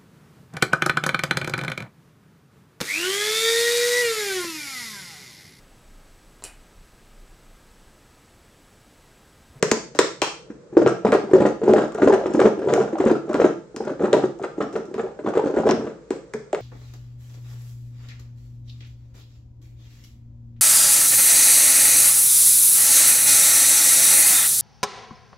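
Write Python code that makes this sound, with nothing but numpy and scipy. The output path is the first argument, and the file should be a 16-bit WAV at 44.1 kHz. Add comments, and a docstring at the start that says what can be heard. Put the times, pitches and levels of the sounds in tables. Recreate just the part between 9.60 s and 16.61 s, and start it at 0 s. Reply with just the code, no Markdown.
"""In a small, hard-walled kitchen, the four latches of a plastic food tub are snapped shut on the
counter. The tub is shaken by hand: moist chunks thump against its floor and lid about three times a
second, and tumble and squelch in between. Then it is set down and the latches are prised open.
Each thump is a plastic wall swinging; each clack is thin plastic flexing over the hollow tub.
The room rings behind it all, and appliances drone faintly."""
import sys
import numpy as np
from scipy import signal
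from scipy.fft import rfft, irfft
from scipy.io import wavfile
from scipy.ndimage import uniform_filter1d

SR = 44100
rng = np.random.default_rng(int(sys.argv[2]) if len(sys.argv) > 2 else 0)


def int16_out(signal):
    """Quantize to a 16-bit WAV file."""
    q = np.round(np.clip(np.atleast_2d(signal).T, -1, 1) * 32767)
    wavfile.write(sys.argv[1], SR, q.astype(np.int16))


N = 309141
T = np.arange(SR // 6) / SR  # seconds within one hit

# Tone curves for the drone, the echo and the whole sound. Each row: frequency in Hz, gain in dB.
DRONE_TONE = [(25, -17), (58, 4), (85, -20), (145, 4.5), (250, -13), (470, 4.5), (700, -17.5), (1300, -17),
              (3000, -31.5), (7500, -29.5), (15000, -58)]
ECHO_TONE = [(60, -19.5), (100, -6.5), (135, 4.5), (185, 3.5), (228, 0), (262, -4), (320, -1.5), (420, 0.5),
             (700, -1), (1000, 0.5), (2000, 0.5), (3200, 3.5), (4300, 7), (5500, 7), (7500, -3.5),
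             (14000, -5.5)]
OVERALL_TONE = [(20, -23), (60, 2.5), (7600, 2), (8700, 1.5), (9700, -16.5), (11000, -19.5),
                (13000, -9.5), (16000, -11.5)]
# Tone curves for food (slap, squelch) and plastic (knock, crack). Each row: frequency in Hz, gain in dB.
SLAP_TONE = [(60, -37), (300, -20), (700, 11.5), (1080, 1.5), (1320, 6), (1900, -4.5), (2700, -11.5),
             (4000, -19), (8000, -46)]
SQUELCH_TONE = [(1200, -15), (2800, 5.5), (4000, -2), (5500, 5.5), (7300, 13.5), (9000, 8), (15000, 5.5)]
KNOCK_TONE = [(250, -48), (600, -18.5), (950, 10.5), (1400, 7.5), (2000, 3), (2800, -5), (4500, -15.5)]
CRACK_TONE = [(1200, -15), (2000, -1), (2900, -8.5), (3800, -7), (4500, -5.5), (5300, -0.5), (6200, 3),
              (7300, 5), (8500, 3), (13000, -4), (16000, 2)]
# How long the kitchen rings. Each row: frequency in Hz, seconds to fade by 60 dB (called t60).
ECHO_TIMES = [(100, 0.5), (350, 0.33), (1000, 0.31), (3000, 0.38), (7000, 0.36), (14000, 0.14)]
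# The notes the filled tub rings at. Each row: pitch in Hz, relative level in dB, t60 in seconds.
TUB_NOTES = [(135, -22.5, 0.19), (179.4, -18.5, 0.13), (222.9, -7, 0.099), (310.7, 1, 0.053),
             (372, 1, 0.035), (431.6, -5, 0.099), (528.3, -1, 0.064), (604.3, -5.5, 0.086),
             (746, 1.5, 0.012), (842, -10, 0.053), (1001, -20.5, 0.13), (1360, -29.5, 0.019)]
# Hand strokes that throw the food against the tub. Each row: landing time in seconds,
# landing length in seconds, relative level in dB, seconds of rolling beforehand.
HAND_STROKES = [(1.168, 0.057, -15.5, 0.0089), (1.447, 0.076, -19, 0.0064), (1.737, 0.1, -17, 0.038),
                (2.085, 0.11, -14.5, 0.072), (2.424, 0.11, -14, 0.044), (2.76, 0.089, -16.5, 0.2),
                (3.081, 0.13, -15, 0.11), (3.394, 0.088, -15.5, 0.041), (3.748, 0.097, -19, 0.092),
                (4.2, 0.093, -26.5, 0.032), (4.411, 0.051, -17.5, 0.02), (4.528, 0.046, -19, 0.032),
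                (4.819, 0.011, -21.5, 0.027), (4.99, 0.053, -26, 0.015), (5.155, 0.0046, -18.5, 0.014),
                (5.339, 0.18, -33, 0.042), (5.659, 0.033, -21.5, 0.024), (5.75, 0.041, -18, 0.02),
                (5.85, 0.03, -33, 0.02), (5.96, 0.076, -18, 0.015), (6.06, 0.054, -15.5, 0.018),
                (6.181, 0.1, -24.5, 0.017)]
# Wet slices landing flat. Each row: start in seconds, relative crackle level in dB,
# relative slap level in dB, pitch of the trapped air in Hz.
WET_LANDINGS = [(2.038, -33, -34, 1390), (2.2166, -34, -30.5, 1510), (2.278, -38, -49, 1400),
                (2.32, -34, -35, 1170), (2.345, -27.5, -39, 1300), (2.5368, -24.5, -33, 1340),
                (2.7357, -24, -36, 1620), (3.3837, -28, -27, 1230), (3.4504, -27, -42, 1310),
                (3.554, -39, -36, 1500), (3.6913, -36, -35, 1320), (3.73, -28, -27, 1390),
                (4.2493, -33, -38, 1450), (4.2945, -45, -32, 1390), (4.421, -40, -31, 1350),
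                (4.787, -41, -59, 1320), (4.825, -33, -40, 1300), (4.8433, -32, -29.5, 1320),
                (5.006, -37, -19, 1320), (5.253, -39, -49, 1390), (5.638, -56, -43, 1140),
                (5.6629, -49, -24, 1100), (5.7374, -40, -29, 1200), (5.962, -36, -27.5, 1500),
                (6.2712, -58, -36, 1180)]
# Dull blows from hands and heavy chunks. Each row: start in seconds, relative level in dB, wall pitch
# in Hz, slap strength in dB, length in wave cycles (the swell and the ring each take a share of it).
HEAVY_BLOWS = [(0.026, -18.5, 175, -34, 9.6), (0.117, -12.5, 253, -36, 8.3), (0.620, -39, 126, -27, 16),
               (0.9, -26, 303, -20, 15), (1.127, -25.5, 328, -28, 31), (1.168, -2, 327, -26.5, 33),
               (1.215, -9, 360, -21, 16), (1.261, -1.5, 478, -20.5, 17), (1.268, -6, 350, -13.5, 12),
               (1.291, -17.5, 436, -6, 19), (1.3, -19, 385, -19, 13), (1.448, -5.5, 475, -21, 13),
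               (1.466, -11.5, 550, -12.5, 16), (1.525, -2.5, 468, -14, 16.4), (1.547, -10, 404, -9, 30),
               (1.634, -18, 335, -31, 15), (1.674, -21.5, 373, -30, 16), (1.711, -20, 410, -15, 36),
               (1.733, -2.5, 366, -22, 30), (1.752, -5.5, 386, -24, 13), (1.803, -5, 506, -23, 13),
               (1.818, -7.5, 335, -23, 15), (1.852, -3.5, 509, -18.5, 14), (1.865, -7.5, 372, -19.5, 21),
               (1.895, -17, 417, -29, 14), (2.033, -14, 333, -17.5, 24), (2.051, -18.5, 365, -19, 37),
               (2.078, -7.5, 423, -21, 19), (2.092, -9, 627, -25.5, 22), (2.099, -6, 362, -46, 26),
               (2.12, -10, 350, -33, 50), (2.159, -7, 374.4, -16.5, 20), (2.18, -10.5, 496, -10, 9.8),
               (2.192, -14, 423, -26, 12), (2.215, -15, 395, -12, 13), (2.237, -15, 520, -18, 13),
               (2.349, -19, 414, -15, 27), (2.377, -20.5, 360, -13, 20), (2.419, -11, 276, -10, 14),
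               (2.430, -5, 355, -23, 15), (2.473, -2.5, 455, -18.5, 16), (2.496, -9.5, 408, -30, 35),
               (2.521, -11.5, 406, -11.5, 30), (2.536, -10, 375, -11, 25), (2.657, -12.5, 383, -15, 14),
               (2.698, -15, 333, -20.5, 20), (2.746, -7, 334, -21, 16.6), (2.768, -14.5, 290, -33, 31),
               (2.792, -8.5, 498, -13, 20), (2.813, -7, 433, -11.5, 25), (2.840, -7.5, 405, -19.5, 28),
               (2.854, -6, 392, -15, 20), (2.868, -12.5, 440, -18, 8.6), (3.019, -21, 476, -16, 20),
               (3.072, -11, 370, -32.5, 23), (3.085, -10.5, 430, -15, 17), (3.101, -13.5, 520, -15, 18),
               (3.127, -8.5, 446, -24.5, 38), (3.158, -11, 435, -17.5, 9), (3.181, -10.5, 383, -31, 31),
               (3.21, -15.5, 522, -10, 15), (3.277, -23, 430, -12, 15), (3.326, -17, 322, -23.5, 60),
               (3.401, -12.5, 387, -19.5, 25), (3.437, -14.5, 371, -37, 26), (3.460, -10, 396, -18, 22),
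               (3.473, -9, 440, -17, 29), (3.495, -15, 450, -9, 12), (3.51, -7, 331, -20.5, 31.5),
               (3.551, -23, 423, -8, 27), (3.694, -16, 332, -23.5, 32), (3.749, -13, 365, -15, 15),
               (3.798, -5.5, 460, -19, 19), (3.815, -12.5, 478, -8.5, 26), (3.841, -4.5, 359, -16, 29),
               (3.862, -16.5, 455, -11.5, 18), (3.903, -24.5, 407, -13.5, 13), (4.143, -29.5, 316, -35, 25),
               (4.203, -18.5, 431, -34, 29), (4.271, -18.5, 370, -16, 20), (4.297, -16, 371, -22.5, 18),
               (4.316, -21, 300, -24.5, 15), (4.404, -16, 296, -33, 16), (4.432, -10.5, 365, -26, 22),
               (4.452, -16, 371, -10.5, 33), (4.535, -10.5, 585, -11, 32), (4.544, -8.5, 425, -21, 27),
               (4.565, -12, 380, -16, 20), (4.622, -21, 408, -12, 25), (4.636, -11, 363, -19, 33),
               (4.835, -19, 478, -6.5, 34), (4.979, -17.5, 328, -25, 21), (5.003, -15.5, 455, -24, 27),
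               (5.012, -13, 463, -12, 11.5), (5.159, -15, 413, -14, 16), (5.281, -28, 325, -41, 24),
               (5.311, -24.5, 354, -34, 18), (5.379, -21, 412, -11, 26), (5.393, -17, 448, -11, 45),
               (5.432, -20, 378, -32, 42), (5.59, -24.5, 405, -17.5, 16), (5.641, -23, 333, -28, 43),
               (5.66, -20.5, 650, -12, 13), (5.673, -15.5, 780, -20.5, 19), (5.683, -16.5, 580, -14.5, 19),
               (5.751, -13.5, 448, -17.5, 22), (5.77, -11.5, 434, -13.5, 26), (5.793, -16, 430, -25, 21),
               (5.838, -16, 440, -20, 13), (5.857, -11, 325, -23.5, 14), (5.869, -16.5, 442, -17, 24),
               (5.898, -18, 372, -18, 25), (5.939, -17, 420, -21, 21), (5.968, -10, 343, -30, 12),
               (5.986, -15.5, 565, -14.5, 11), (5.999, -14.5, 407, -22.5, 16), (6.054, -10, 397, -24, 22),
               (6.068, -5, 392, -21.5, 18), (6.177, -16, 394, -33, 7.9), (6.245, -23.5, 417, -17, 25),
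               (6.271, -25.5, 497, -13.5, 20), (6.534, -24.5, 474, -27, 11), (6.745, -19, 417, -35, 29),
               (6.947, -19, 475, -15, 13)]
# Clacks of latches, lid and base. Each row: start in seconds, body level in dB, body pitch in Hz,
# relative knock and crack levels in dB, contact time in seconds, left minus right in dB,
# extra dB towards the microphones, and a list of ringing notes as (Hz, dB compared with the snap).
PLASTIC_CLACKS = [(0.026, -10, 445, -24.5, -25, 0.0071, 1, 0.5, [(1900, -1), (3300, 0.5), (7400, 1)]),
                  (0.114, -11, 444, -24.5, -26.5, 0.013, 1.5, 1.5, [(2650, 2.5), (4600, 3.5), (6500, 4.5),
                  (7150, 4)]), (0.349, -26, 565, -34.5, -39, 0.089, 6, -11, []),
                  (0.389, -6.5, 456, -15, -21.5, 0.0088, -1, -0.5, [(1850, -11), (3800, 1), (5150, -2.5),
                  (7400, 2)]), (0.6175, -12, 530, -21.5, -22, 0.0085, 4, -5.5, [(800, 4.5), (2550, 4),
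                  (3050, 7), (3950, -6), (7400, -15.5)]),
                  (1.52, -21.5, 460, -25, -38, .018, -2.5, -2.5, [(2100, -3.5)]),
                  (2.135, -8, 446, -32.5, -43.5, 0.03, -2, 3, []),
                  (2.801, -12, 385, -29.5, -43.5, 0.027, -1, 2, []),
                  (3.137, -11, 335, -26.5, -34.5, 0.01, 0, 0.5, [(6840, -2)]),
                  (3.742, -15, 290, -32, -45, 0.02, -5, -1, [(1230, -10.5)]),
                  (4.162, -29, 247, -38.5, -42.5, 0.0095, 0.5, 0, [(5100, 3)]),
                  (4.529, -7, 439, -28.5, -35.5, 0.012, 2, 0.5, [(3950, 9.5), (7300, -1)]),
                  (5.127, -38, 366, -47, -46.5, 0.046, 0, -6, []),
                  (5.341, -23, 380, -38, -52, 0.01, -2, -4, []),
                  (6.09, -13.5, 307, -21.5, -48, 0.01, -1, -5, [(5400, 2)]),
                  (6.11, -15.5, 320, -38.5, -54, 0.01, 2, 9.5, [(5650, 14), (6400, 7.5)]),
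                  (6.505, -15.5, 345, -34.5, -42.5, 0.01, 1, -3.5, [(7700, 4)]),
                  (6.736, -32.5, 394, -48, -44, 0.013, 0, -0.5, [(1900, 17.5), (7500, -8)]),
                  (6.929, -13, 594, -35.5, -49.5, 0.0055, -3, 0, [(3300, -1), (7600, 8.5)]),
                  (6.947, -30, 470, -35.5, -50.5, 0.03, -1, 2.5, [])]

SHAKING_S = (1.11, 6.42)  # when the loose pieces start and stop


def undb(db):
    """Turn decibels into a number to multiply by."""
    return np.exp(np.log(10) * np.asarray(db) / 20)


def fade(t, t60):
    """Die away by 60 dB each time t grows by t60."""
    return np.exp(-np.log(1000) * t / t60)


def unit(x):
    """Scale each row to an energy of 1."""
    return x / np.sqrt(np.sum(x ** 2, axis=-1, keepdims=True))


def scatter(shape):
    """Bell-curve random numbers, kept between -2 and 2."""
    return np.clip(rng.standard_normal(shape), -2, 2)


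def place(times, sounds):
    """Lay one sound at each time, given in seconds."""
    out = np.zeros(N + len(T))
    for s, sound in zip(times, sounds):
        i = int(np.clip(s * SR, 0, N))
        out[i:i + len(T)] += sound
    return out[:N]


def colour(x, tone, size=2048):
    """Filter each row with a tone curve of (Hz, dB) points."""
    hz, db = np.transpose(tone)
    f = np.maximum(np.fft.rfftfreq(size, 1 / SR), 1)
    gain = undb(np.interp(np.log(f), np.log(hz), db))
    # fold the filter forward in time, so nothing sounds before its hit
    cepstrum = irfft(np.log(gain))
    cepstrum[1:size // 2] *= 2
    cepstrum[size // 2 + 1:] = 0
    response = irfft(np.exp(rfft(cepstrum)))
    return signal.fftconvolve(x, response[None], axes=-1)[:, :x.shape[-1]]


def resonate(x, notes, width_hz):
    """Make a hit ring at each (Hz, dB) note."""
    f = np.fft.rfftfreq(len(T), 1 / SR)
    rings = sum(undb(db) / (1 + 2j * (f - hz) / width_hz) for hz, db in notes)
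    return irfft(rfft(x) * (1 + rings), len(T))


def stereo_noise(length, apart_hz):
    """Noise at two close microphones: alike in the bass, unrelated in the treble."""
    mid, side = rng.standard_normal((2, length))
    alike = .9 / (1 + (np.fft.rfftfreq(length, 1 / SR) / apart_hz) ** 2)
    mid = irfft(rfft(mid) * np.sqrt(1 + alike), length)
    side = irfft(rfft(side) * np.sqrt(1 - alike), length)
    return np.array([mid + side, mid - side]) / np.sqrt(2)


def appliance_drone():
    """The kitchen's appliances give a faint, steady drone."""
    return unit(colour(stereo_noise(N, apart_hz=900), DRONE_TONE)) * np.sqrt(N) * undb(-50.0)


def even_out(tail):
    """Level an echo's frequencies, so that no single note hangs on."""
    spectrum = rfft(tail, 2 * tail.shape[-1])
    power = uniform_filter1d(np.abs(spectrum) ** 2, size=32)
    return irfft(spectrum / np.sqrt(power))[:, :tail.shape[-1]]


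def kitchen_echo(x, build_s=0.0033):
    """Counter, cupboards and walls send back a dense echo that builds up in a few milliseconds."""
    t = np.arange(SR * 2 // 3) / SR
    f = np.fft.rfftfreq(len(t), 1 / SR)
    spectrum = rfft(stereo_noise(len(t), apart_hz=1000))
    centres = np.log([hz for hz, _ in ECHO_TIMES])
    tail = 0
    for band, (_, t60) in zip(np.eye(len(centres)), ECHO_TIMES):
        band_noise = irfft(spectrum * np.interp(np.log(f + 1), centres, band), len(t))
        tail = tail + band_noise * fade(t, t60)
    swell = 1 - np.exp(-(t / build_s) ** 2)
    tail = colour(unit(even_out(tail * swell) * swell), ECHO_TONE)
    return signal.fftconvolve(x[None], tail, axes=-1)[:, :N]


def bursts(db, tone, t60, rise_s, grain_db):
    """One short noise per level: it swells as a piece flattens and crackles as the wet film parts."""
    noise = rng.standard_normal((len(db), len(T)))
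    grains = undb(grain_db * np.minimum(rng.exponential(size=noise.shape), 5.5))
    burst = noise * grains * fade(T, t60) * (1 - np.exp(-T / rise_s))
    return unit(colour(burst, tone)) * undb(db)[:, None]


def spot_ring(sounds, low_hz, high_hz, ring_db, width_hz):
    """Each hit lands on another spot, which adds two notes of its own. Each comes out with energy 1."""
    spots_hz = low_hz + (high_hz - low_hz) * rng.random((len(sounds), 2))
    rung = [resonate(x, [(hz, ring_db) for hz in spot], width_hz) for x, spot in zip(sounds, spots_hz)]
    return unit(np.array(rung))


def struck_note(hz, rise_cycles, ring_cycles, bend):
    """A wall or air pocket swings up and dies away. A positive bend slides down to hz, a negative up."""
    age = hz[:, None] * T  # in cycles
    swing = (1 - np.exp(-(age / rise_cycles) ** 2)) * fade(age, ring_cycles)
    cycles = age + bend * (1 - np.exp(-age / rise_cycles))
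    return np.sin(2 * np.pi * cycles, dtype=np.float32) * swing / swing.max(axis=-1, keepdims=True)


def tub_ring(count, rise_s=0.0022, detune=0.034):
    """The whole tub rings; each new spot and shift of the food changes its notes' strength and tuning."""
    out = 0
    for hz, db, t60 in TUB_NOTES:
        weight, shift = rng.standard_normal((count, 2)).T[:, :, None]
        note = np.sin(2 * np.pi * hz * (1 + detune * shift) * T, dtype=np.float32)
        out = out + undb(db) * weight * note * fade(T, t60)
    return out * (1 - np.exp(-T / rise_s))


def shake_moments(count, rolling_db=-6, start_db_per_s=890.5, settle_db_per_s=272):
    """Random times during the shaking, and the food's level at each: it rolls, lands, then settles."""
    first, last = SHAKING_S
    s = first + (last - first) * (np.arange(count) + rng.random(count)) / count
    lands, length, db, rolls = np.transpose(HAND_STROKES)[:, :, None]
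    rolling = rolling_db - start_db_per_s * np.maximum(lands - rolls - s, 0)
    landing = -start_db_per_s * np.maximum(lands - s, 0)
    settling = settle_db_per_s * np.maximum(s - lands - length, 0)
    return s, np.max(db + np.maximum(rolling, landing) - settling, axis=0)


def unsticking(count=180):
    """Moist pieces peel off the walls and each other with tiny, pitched ticks."""
    s, db = shake_moments(count)
    tick_db = -11 + 1.05 * db + 0.5 * scatter(count)
    ticks = bursts(tick_db, SQUELCH_TONE, t60=0.02, rise_s=0.003, grain_db=4.5)
    ticks = spot_ring(ticks, low_hz=2200, high_hz=8200, ring_db=6.5, width_hz=500)
    return place(s, ticks * undb(tick_db)[:, None])


def tumble(count=250, middle_hz=451, spread_octaves=0.462):
    """Small pieces patter about at random, each with its own pitch and a light, damp tap."""
    s, db = shake_moments(count)
    db = db - 3 * rng.exponential(size=count)
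    hz = middle_hz * 2 ** (spread_octaves * scatter(count))
    knocks = struck_note(hz, rise_cycles=0.46, ring_cycles=23.7, bend=0.16) * undb(db + 1.5)[:, None]
    tap_db = db + 3 * rng.standard_normal(count) + 4.0
    taps = bursts(tap_db, SLAP_TONE, t60=0.04, rise_s=0.0011, grain_db=2.0)
    return place(s, knocks + taps)


def smacks():
    """A wet slice lands flat: moisture crackles, the slice slaps and the air trapped under it pops."""
    s, wet_db, slap_db, pocket_hz = np.transpose(WET_LANDINGS)
    crackle = bursts(wet_db + 8.5, SQUELCH_TONE, t60=0.024, rise_s=0.002, grain_db=5)
    slaps = bursts(slap_db + 14.0, SLAP_TONE, t60=0.073, rise_s=0.00083, grain_db=0.5)
    pops = struck_note(pocket_hz, rise_cycles=1.2, ring_cycles=24, bend=-0.52)
    return place(s, crackle + slaps + pops * undb(slap_db - 0.5)[:, None])


def squelch(db, spurt_db=6, spurt_samples=110):
    """Moisture is squeezed out in uneven spurts of a few milliseconds, through gaps that ring."""
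    wet = bursts(db, SQUELCH_TONE, t60=0.074, rise_s=0.009, grain_db=3)
    spurts = scatter((len(db), len(T) // spurt_samples + 1))
    spurts = np.repeat(spurts, spurt_samples, axis=1)[:, :len(T)]
    wet = wet * uniform_filter1d(undb(spurt_db * spurts), size=spurt_samples // 3)
    return spot_ring(wet, low_hz=2020, high_hz=8000, ring_db=7, width_hz=460) * undb(db)[:, None]


def slap(db):
    """The flat side of a chunk slaps the plastic."""
    slaps = bursts(db, SLAP_TONE, t60=0.071, rise_s=0.0013, grain_db=3.5)
    return spot_ring(slaps, low_hz=720, high_hz=2050, ring_db=-1, width_hz=240) * undb(db)[:, None]


def chunks(s, db, hz, slap_db, length_cycles):
    """Soft, heavy chunks push one wall, ring the tub, slap and squelch. A long push swells slowly."""
    length = np.maximum(length_cycles, 5)[:, None]
    wall = struck_note(hz, rise_cycles=0.057 * length, ring_cycles=0.68 * length, bend=0.2)
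    body = undb(-4.0) * wall + undb(-9.5) * tub_ring(len(s))
    slaps = slap(db + slap_db + 22.5)
    # a flat side traps a pocket of air, which gives a brief hollow pop
    pocket_hz = 1150 * 2 ** rng.uniform(-0.81, 0.738, len(s))
    pops = struck_note(pocket_hz, rise_cycles=2.9, ring_cycles=7.7, bend=-0.48)
    pops = pops * undb(db + slap_db - 4.0)[:, None]
    wet = squelch(db + 0.43 * slap_db - 3.5)  # a flatter landing squeezes out more moisture
    return place(s, body * undb(db)[:, None] + slaps + pops + wet)


def heap(count=160, middle_hz=370, spread_octaves=0.41):
    """Most of the chunks land at random, as hard as the stroke throws them."""
    s, stroke_db = shake_moments(count)
    weight, spot, flatness = scatter((count, 3)).T
    db = stroke_db - 2.5 + weight
    hz = middle_hz * 2 ** (spread_octaves * spot)
    slap_db = -16.5 + 6 * np.minimum(flatness, 1)
    return chunks(s, db, hz, slap_db, length_cycles=np.full(count, 15.4))


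def thumps():
    """Hands on the lid and the heaviest chunks strike the tub one by one."""
    return chunks(*np.transpose(HEAVY_BLOWS))


def plastic_flex(db, tone, contact_s, lag_s, scrape_db):
    """Thin plastic is pushed: lows travel slower than highs, and the edge scrapes while it touches."""
    f = np.fft.rfftfreq(len(T), 1 / SR)
    push = np.exp(-4j * np.pi * lag_s * np.sqrt(1000 * f))  # lag_s is the delay at 1000 Hz
    contact = contact_s[:, None]
    noise = rng.standard_normal((len(db), len(T)))
    scrape = unit(noise * fade(T, contact) * (1 - np.exp(-T / (0.27 * contact))))
    spectrum = push + undb(scrape_db) * rfft(scrape)
    # this plastic hardly rings, so flatten any narrow peaks
    for _ in range(5):
        even = irfft(spectrum / np.abs(spectrum), len(T)) * fade(T, .1)
        spectrum = rfft(even)
    return unit(colour(even, tone)) * undb(db)[:, None]


def clacks(lid_hz=436.2, lid_db=-15.5, lid_t60=0.16):
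    """Plastic cracks and knocks, then the hollow tub answers. Gives the direct sound and the room's."""
    numbers = np.transpose([row[:-1] for row in PLASTIC_CLACKS])
    s, body_db, hz, knock_db, crack_db, contact_s, pan_db, facing_db = numbers
    crack = plastic_flex(crack_db + 29.0, CRACK_TONE, contact_s, lag_s=0.001236, scrape_db=16.0)
    knock = plastic_flex(knock_db + 24.5, KNOCK_TONE, 5.9 * contact_s, lag_s=0.001646, scrape_db=10)
    snap = np.array([resonate(x, row[-1], width_hz=510) for x, row in zip(crack + knock, PLASTIC_CLACKS)])
    # so short a push hardly stirs the tub's low notes
    shell = colour(tub_ring(len(s)), [(200, -8.0), (400, 3.0), (520, -10.0), (650, 4)])
    wall = struck_note(hz, rise_cycles=0.75, ring_cycles=9.8, bend=0.24)
    # the stretched lid hums on like a drumhead
    lid = undb(lid_db) * np.sin(2 * np.pi * lid_hz * T) * fade(T, lid_t60) * (1 - T / T[-1])
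    body = wall + undb(-8.0) * shell + lid
    hollow = place(s + 0.0017, body * undb(body_db)[:, None])
    sides = undb(facing_db + np.outer([1, -1], pan_db) / 2)[:, :, None]
    direct = np.array([place(s, snap * side) for side in sides]) + hollow
    into_room = place(s, snap) + hollow
    return direct, into_room


def scene():
    """The tub is just left of centre: its sound is a little earlier and brighter on that side."""
    food = thumps() + smacks() + heap() + tumble() + unsticking()
    snaps, snaps_into_room = clacks()
    near = food + snaps
    left = colour(near[:1], [(150, 3.0), (450, 1.1), (1300, -1.0), (4000, 7.0), (9000, -3.5)])[0]
    right = colour(near[1:], [(150, 4.5), (450, 0.1), (1300, 0.4), (4000, 0.0), (9000, -0.3)])[0]
    right = np.concatenate([np.zeros(2), right[:-2]])  # two samples late
    echo = kitchen_echo(food + snaps_into_room) * undb([[-3.7], [-4.5]])
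    return np.array([left, right]) + echo + appliance_drone()


def record(dry, top_hz=16100):
    """The highest treble is dulled, and the loudest peaks are rounded off."""
    heard = colour(dry, OVERALL_TONE)
    rounded = heard / (1 + heard ** 6) ** (1 / 6)
    treble_cut = signal.ellip(8, .2, 70, top_hz, fs=SR, output="sos")
    return signal.sosfilt(treble_cut, rounded)


dry = scene()
out = record(dry)
int16_out(out)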